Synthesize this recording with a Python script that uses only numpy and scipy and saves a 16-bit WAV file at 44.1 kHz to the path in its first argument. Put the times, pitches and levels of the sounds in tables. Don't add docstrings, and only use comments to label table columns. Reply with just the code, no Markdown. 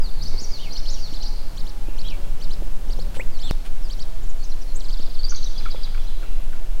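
import sys
import numpy as np
from scipy import signal
from scipy.fft import rfft, irfft, next_fast_len
from scipy.io import wavfile
from scipy.ndimage import uniform_filter1d, map_coordinates

SR = 44100
rng = np.random.default_rng(int(sys.argv[2]) if len(sys.argv) > 2 else 0)


def int16_out(signal):
    q = np.round(np.clip(np.atleast_2d(signal).T, -1, 1) * 32767)
    wavfile.write(sys.argv[1], SR, q.astype(np.int16))


N = 299880

# freq_hz, relative_density_db
RUMBLE_SPECTRUM = [(30, -54), (50, -1), (90, -0.5), (125, -6), (170, -7), (260, -17.5), (600, -44)]
HUSH_SPECTRUM = [(80, -21), (180, -0.5), (270, 1), (400, -1), (600, -3), (850, -5), (1100, -8.5),
                 (1800, -17), (4000, -27.5)]
HISS_SPECTRUM = [(600, -15), (1400, 4), (2000, 2), (3000, 2.5), (4500, 0.5), (7000, -2.5), (10000, -6),
                 (16000, -9)]
WIND_SPECTRUM = [(1, -11.5), (4, 0.5), (10, -2), (19, -8), (30, -16.5), (36, -17.5), (46, -40), (70, -62),
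                 (150, -120)]
SPLASH_SPECTRUM = [(300, -9), (1500, -1), (3100, 1.5), (5000, -8), (7800, -17), (9000, -3.5), (10500, -18),
                   (16000, -22)]
RASP_SPECTRUM = [(700, -25), (1200, 1), (1500, -3), (1850, -10.5), (2300, 2), (2900, -13), (4500, -10),
                 (8000, -40)]
# centre_s, half_width_s, rise_db
RUMBLE_SWELLS = [(.25, .1, 5), (2.4, .35, 3.5), (3.17, .22, 7.5), (5.7, .3, 3)]
# start_s, end_s, pitch_hz, level_db
FAR_DRONES = [(0, 3.5, 162, -56), (0, 3.5, 568, -58), (.9, 2.3, 830, -59.5), (3.6, 4.6, 138, -52.5),
              (4, 4.9, 650, -59), (6.3, 6.9, 650, -61), (6.2, 6.9, 338, -59)]
# time_s, relative_db
GUSTS = [(0, -30), (.9, -33), (2.1, -31), (2.4, -27), (3.5, -27), (5.6, -28.5), (6.4, -26), (6.7, -30)]
# freq_hz, t60_s
TREE_DECAY = [(500, 0.73), (2500, 2.45), (4300, 1.31), (6000, 0.94), (8000, 0.69)]
# start_s, level_db, pitch_hz
LEAF_PATS = [(.343, -26, 413), (.420, -28.5, 260), (1.126, -28.5, 288), (1.885, -26, 329.9),
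             (2.183, -31.5, 373), (2.622, -23.5, 345), (2.897, -29.5, 405), (2.989, -24, 476),
             (3.168, -24.5, 524), (3.196, -21, 533), (4.997, -27, 280), (5.746, -24, 520)]
# start_s, level_db, length_s
SPLASH_BURSTS = [(3.140, -39.5, 0.039), (3.196, -44, .003), (3.645, -45, 0.039), (4.313, -46, .003)]
SYLLABLES = { "slide": [(0, 5150, -12), (20.35, 4900, -5.5), (38.05, 4580, 0.5), (51.8, 4320, -1.5),
             (62, 4100, -9.5), (88.8, 3400, -12)], "double": [(0, 4050, 0.5), (10, 4350, -1.5),
             (23, 5050, 1), (32, 6350, -3), (39, 5900, -16), (44, 4300, -6), (54, 4400, 0),
             (72.1, 5300, -1.5), (83, 6250, -6)], "arch": [(0, 4100, -6), (21, 4550, 0), (35, 5600, -.5),
             (45, 6750, -8), (53, 7200, -13), (66, 6400, -6), (80, 5550, 2), (92, 5600, -15)],
             "chip": [(0, 2950, -2.5), (4, 3100, -3), (8, 3700, -6), (13, 4350, 3), (21.05, 4700, -7.5),
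             (26.93, 4900, -6.5), (32.33, 5700, -2), (36.8, 4250, -0.5), (40.9, 3750, -5.5),
             (48, 3340, -25)], "lisp": [(0, 5100, -4), (11, 5450, 1), (21, 6200, 1.5), (32, 8300, -4)],
             "mew": [(0, 2600, -19), (24.93, 3200, -0.5), (41.6, 3380, 1.5), (61.1, 3300, 0.5),
             (82.2, 2900, -3), (101, 2400, -2), (119.6, 2230, -7.5), (137, 2470, -12)],
             "seep": [(0, 7400, -8), (14.9, 7650, -5), (39.3, 7850, -8.5), (65, 8600, -14)],
             "tick": [(0, 7400, -18), (12.7, 6100, -4), (19, 7000, -1), (27.5, 8150, 1.5),
             (33.7, 8100, -4)], "down": [(0, 6200, 0), (5, 5800, -5.5), (9.05, 4400, 2.5),
             (14.9, 3800, -11), (22.9, 3150, -7)], "peep": [(0, 5000, -19), (4.02, 4500, -3),
             (7.96, 3800, -23), (11.9, 4800, 2.5), (16.2, 4450, 0), (20.7, 4680, 3.5), (28, 4620, -4),
             (31.7, 4000, -23), (43.5, 10000, -30)], "peak": [(0, 5200, -14), (7, 4750, -3),
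             (11, 5000, -12), (15, 6100, 2), (18.9, 6000, -3), (21.5, 7400, -15), (28, 6000, 1.5),
             (35.2, 5150, -8)], "spike": [(0, 4700, -9), (6, 4600, 2), (11, 4000, -9), (19, 6600, 0),
             (23, 6200, -3), (28, 3900, -16), (38.1, 4100, -3.5), (52.4, 3650, -14.5)],
             "hook": [(0, 4050, -2), (5.04, 5100, 0), (9.1, 4500, -1), (12.7, 5050, 1), (16.7, 4200, -1),
             (22, 3850, -6.5), (27, 4200, -10)], "flick": [(0, 4370, -8), (3.94, 4650, 1), (8, 5300, -8.5),
             (12.1, 4400, 1.5), (18.1, 3800, -7), (24.6, 3270, -9)], "hold": [(0, 4570, -7),
             (20.4, 4530, 1.5), (45.7, 4470, 2), (60, 4440, -13)], "rise": [(0, 5200, -8), (35, 5500, 0),
             (60, 6000, 0), (80, 6700, -8)], "pip": [(0, 1596, -11), (4, 1480, -2), (8.8, 1320, -0.5),
             (15, 1200, -9.5), (24.2, 1110, -21)], }
# start_s, shape, level_db, pitch_ratio
FAR_NOTES = [(.16, "slide", -47.5, .9), (.3, "hold", -57, .49), (1.84, "rise", -56, .45),
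             (2.36, "hold", -61, .65), (5.97, "slide", -52, .72), (6.07, "hook", -47, .85),
             (6.20, "mew", -57, .82)]
STRAY_NOTES = [(.375, "seep", -55, 1.02), (3.160, "hold", -51.5, 1.71), (3.318, "slide", -47, .96),
               (3.430, "seep", -44, .98), (3.470, "slide", -47, .87), (3.818, "slide", -46.5, 1.08),
               (5.795, "rise", -56.5, 1), (5.995, "rise", -56.5, 1)]
TWITTER_NOTES = [(4.228, "hook", -53, 1.5), (4.290, "hook", -50.5, 1.48), (4.385, "hold", -53.5, 0.98),
                 (4.428, "hook", -47, 1), (4.436, "hook", -45, 1.3), (4.497, "hook", -48, 1.2),
                 (4.516, "hook", -45.5, 0.89), (4.612, "hook", -48, 1.18), (4.672, "hold", -52, 0.96),
                 (4.742, "tick", -40.5, 1), (4.799, "down", -38.5, 0.96), (5.180, "peep", -37, .96),
                 (5.230, "peep", -29, 1), (5.281, "peak", -30.5, 1), (5.343, "spike", -32.5, 1),
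                 (5.427, "spike", -33, .96)]
SONG_MOTIF = [(0, "slide", -35.5, 0.99), (.196, "double", -35.5, .99), (.357, "arch", -34.5, 1.01)]
# start_s, end_s, period_s, shape, level_db, pitch_ratio
FAR_TRILLS = [(4.93, 5.82, .198, "slide", -49.5, .75)]
TWITTER_TRILLS = [(4.841, 5.16, .0427, "flick", -41.5, 1.01), (5.577, 5.89, .127, "hook", -35, 1)]
# start_s, pip_db, pitch_ratio, rasp_db
CLUCK_CALLS = [(5.319, -36.5, .97, -47), (5.654, -31.5, 1.04, -41.5), (5.944, -43.5, 1.08, -42.5),
               (6.226, -42, 1.1, -46), (6.527, -40, 1.1, -50)]
# start_s, level_db
LONE_RASPS = [(5.602, -44), (5.755, -44), (5.868, -43.5)]
# start_s, level_db, pitch_ratio
MEW_CALLS = [(.572, -45, .95), (.875, -49, 1.22), (2.025, -42.5, 1), (3.409, -40.5, 1.075)]
CHIRP_PAIRS = [(.761, -38.5, .96), (1.132, -38, 0.97), (1.570, -40, .99), (1.980, -41, 1),
               (2.410, -39.5, .99), (2.896, -40, 1.005), (3.389, -39, 1), (3.898, -38, 1.03),
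               (4.903, -41.5, 1.02)]

CLICK_S = 3.511


def amp(db):
    return 10 ** (np.asarray(db) / 20)


def unit_rms(x):
    return x / np.sqrt(np.mean(x ** 2) + 1e-20)


def log_interp(points, hz):
    freq_hz, values = np.transpose(points)
    return np.interp(np.log(hz + .01), np.log(freq_hz), values)


def wobble(rate_hz, size=N):
    knots = rng.standard_normal(int(size * rate_hz / SR) + 4)
    grid = np.arange(0, len(knots) - 1, 1 / 4)
    return np.interp(np.arange(size) * rate_hz / SR, grid, map_coordinates(knots, [grid]))


def filtered(x, response):
    size = next_fast_len(len(x) + SR // 2)
    return irfft(rfft(x, size) * response(np.fft.rfftfreq(size, 1 / SR)), size)[:len(x)]


def noise(spectrum):
    return unit_rms(filtered(rng.standard_normal(N), lambda hz: amp(log_interp(spectrum, hz))))


def add(track, start_s, sound):
    part = track[max(0, round(start_s * SR)):][:len(sound)]
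    part += sound[:len(part)]


def air(rumble_db, hush_db, hiss_db, drone_gain_db):
    t = np.arange(N) / SR
    after_click = t > CLICK_S
    swell_db = sum(db * np.exp(-((t - centre_s) / width_s) ** 2)
                   for centre_s, width_s, db in RUMBLE_SWELLS)
    bed = amp(rumble_db + swell_db - 2.8 * after_click + 1.9 * wobble(12)) * noise(RUMBLE_SPECTRUM)
    bed += amp(hush_db - 1.3 * after_click + .74 * wobble(14)) * noise(HUSH_SPECTRUM)
    for start_s, end_s, hz, db in FAR_DRONES:
        size = int((end_s - start_s) * SR)
        tone = np.sin(2 * np.pi * np.cumsum(hz + 8 * wobble(25.01, size)) / SR)
        envelope = amp(db + drone_gain_db + 3.7 * wobble(7.55, size)) * signal.windows.tukey(size, .3)
        add(bed, start_s, envelope * tone)
    return bed + amp(hiss_db) * noise(HISS_SPECTRUM)


def wind(level_db, drive, cutoff_hz):
    gust_db = np.interp(np.arange(N) / SR, *np.transpose(GUSTS))
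    swings = np.tanh(drive * noise(WIND_SPECTRUM) * amp((gust_db - np.mean(gust_db)) / 2))
    return amp(level_db) * unit_rms(filtered(swings, lambda hz: 1 / (1 + (hz / cutoff_hz) ** 8)))


def click(step_db, decay_s):
    t = np.arange(N) / SR - CLICK_S
    return -amp(step_db) * np.sign(t) * np.exp(-np.abs(t) / decay_s) / 2


def tree_echo(x, early_db, tail_db, direct_gain=1):
    hz, t, spectra = signal.stft(rng.standard_normal(SR), SR, nperseg=256)
    decay = amp(-60 * t / log_interp(TREE_DECAY, hz)[:, None])
    onset = 1 - np.exp(-t / .026)
    _, tail = signal.istft(spectra * decay * onset, SR, nperseg=256)
    lag_s = np.arange(SR // 10) / SR
    early = rng.standard_normal(len(lag_s)) ** 3 * amp(-60 * lag_s / .1) * (lag_s > .002)
    echo = amp(tail_db) * tail / np.linalg.norm(tail)
    add(echo, 0, amp(early_db) * early / np.linalg.norm(early))
    return direct_gain * x + signal.fftconvolve(x, echo)[:N]


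def bursts(rows, spectrum, crackle_db):
    envelope = np.zeros(N)
    for start_s, db, length_s in rows:
        add(envelope, start_s, amp(db) * signal.windows.tukey(int(length_s * SR) + 2, .5))
    return envelope * unit_rms(noise(spectrum) * amp(crackle_db * wobble(400)))


def leaf_pats(t60_s):
    track, t = np.zeros(N), np.arange(SR // 10) / SR
    attack = 1 - np.exp(-t / .00037)
    for start_s, db, hz in LEAF_PATS:
        modes = np.sin(2 * np.pi * hz * t) + .4 * np.sin(2 * np.pi * hz * 1.62 * t)
        add(track, start_s, amp(db - 60 * t / t60_s) * attack * modes)
    return track


def plip(start_s, level_db, start_hz, rise_hz_per_s, life_s):
    track, t = np.zeros(N), np.arange(SR // 20) / SR
    phase = 2 * np.pi * np.cumsum(start_hz + rise_hz_per_s * t) / SR
    add(track, start_s, amp(level_db) * np.exp(-(t / life_s) ** 4) * np.sin(phase))
    return track


def whistle(notes, tremor_depth, upper_db, upper_ratio=2):
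    track = np.zeros(N)
    for start_s, shape, db, ratio in notes:
        knot_ms, knot_hz, knot_db = np.transpose(SYLLABLES[shape])
        size = int(knot_ms[-1] * SR / 1000)
        t_ms = np.arange(size) * 1000 / SR
        glide_hz = uniform_filter1d(np.interp(t_ms, knot_ms, knot_hz), size=130)
        drift = 1 + tremor_depth * wobble(700, size) + .00784 * wobble(60.3, size)
        phase = 2 * np.pi * np.cumsum(glide_hz * ratio * drift) / SR
        level_db = db + np.interp(t_ms, knot_ms, knot_db) + 1.9 * wobble(262, size)
        envelope = np.sqrt(2) * amp(level_db) * signal.windows.tukey(size, .1)
        add(track, start_s, envelope * (np.sin(phase) + amp(upper_db) * np.sin(upper_ratio * phase)))
    return track


def trill_notes(runs, scatter_db):
    return [(note_s, shape, db + scatter_db * rng.standard_normal(), ratio)
            for start_s, end_s, period_s, shape, db, ratio in runs
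            for note_s in np.arange(start_s, end_s, period_s)]


def far_birds():
    voice = whistle(FAR_NOTES + trill_notes(FAR_TRILLS, scatter_db=2.5), tremor_depth=.024, upper_db=-35)
    return tree_echo(voice, early_db=-7.5, tail_db=-1, direct_gain=.75)


def clucks(rasp_gap_s=.028, rasp_s=.014):
    pips = [(start_s, "pip", db, ratio) for start_s, db, ratio, _ in CLUCK_CALLS]
    rasps = [(start_s + lag_s, db, rasp_s)
             for start_s, _, _, db in CLUCK_CALLS for lag_s in (0, rasp_gap_s)]
    rasps += [(start_s, db, rasp_s) for start_s, db in LONE_RASPS]
    voice = amp(-1.5) * whistle(pips, tremor_depth=.036, upper_db=-18)
    voice += amp(-2.5) * bursts(rasps, RASP_SPECTRUM, crackle_db=2)
    return tree_echo(voice, early_db=-10.5, tail_db=-18)


def mews():
    notes = [(start_s, "mew", db, ratio) for start_s, db, ratio in MEW_CALLS]
    voice = whistle(notes, tremor_depth=.022, upper_db=-6, upper_ratio=1.17)
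    return tree_echo(voice, early_db=-8, tail_db=-15.5) * (np.arange(N) / SR < CLICK_S)


def chirps(gap_s=.093, second_db=-1, lisp_lead_s=.018, lisp_db=-13.5):
    notes = []
    for pair_s, first_db, ratio in CHIRP_PAIRS:
        for start_s, db in [(pair_s, first_db), (pair_s + gap_s, first_db + second_db)]:
            notes += [(start_s - lisp_lead_s, "lisp", db + lisp_db, ratio), (start_s, "chip", db, ratio)]
    voice = whistle(notes + STRAY_NOTES, tremor_depth=.02, upper_db=-22, upper_ratio=1.7)
    return amp(-1.5) * tree_echo(voice, early_db=-8, tail_db=-13)


def twitter():
    notes = TWITTER_NOTES + trill_notes(TWITTER_TRILLS, scatter_db=.9)
    voice = whistle(notes, tremor_depth=.021, upper_db=-42)
    return amp(-1.06) * tree_echo(voice, early_db=-8.5, tail_db=-7.5)


def lilting_song(note_count=8, first_s=.011, period_s=.498, peak_s=.64, fade_db_per_s2=7, pitch_sag=.01):
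    notes = []
    for i in range(note_count):
        turn, place = divmod(i, len(SONG_MOTIF))
        offset_s, shape, db, ratio = SONG_MOTIF[place]
        start_s = first_s + turn * period_s + offset_s
        fade_db = fade_db_per_s2 * (start_s - peak_s) ** 2
        notes.append((start_s, shape, db - fade_db, ratio * (1 - pitch_sag * turn)))
    voice = whistle(notes, tremor_depth=.0095, upper_db=-38)
    return amp(-1.7) * tree_echo(voice, early_db=-7, tail_db=-4.5)


def scene():
    drops = leaf_pats(t60_s=.025) + bursts(SPLASH_BURSTS, SPLASH_SPECTRUM, crackle_db=2.5)
    drops += plip(start_s=3.197, level_db=-27.5, start_hz=1820, rise_hz_per_s=42000, life_s=.021)
    mix = lilting_song() + twitter() + far_birds() + chirps() + mews() + clucks()
    mix += tree_echo(drops, early_db=-22, tail_db=-22.5)
    mix += air(rumble_db=-45, hush_db=-46.7, hiss_db=-51.5, drone_gain_db=1.3)
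    mix += wind(level_db=-13.6, drive=.45, cutoff_hz=37)
    mix += click(step_db=-9.5, decay_s=.025)
    return mix[None]


def record(dry, cutoff_hz=15850):
    return np.array([filtered(channel, lambda hz: hz < cutoff_hz) for channel in dry])


dry = scene()
out = record(dry)
int16_out(out)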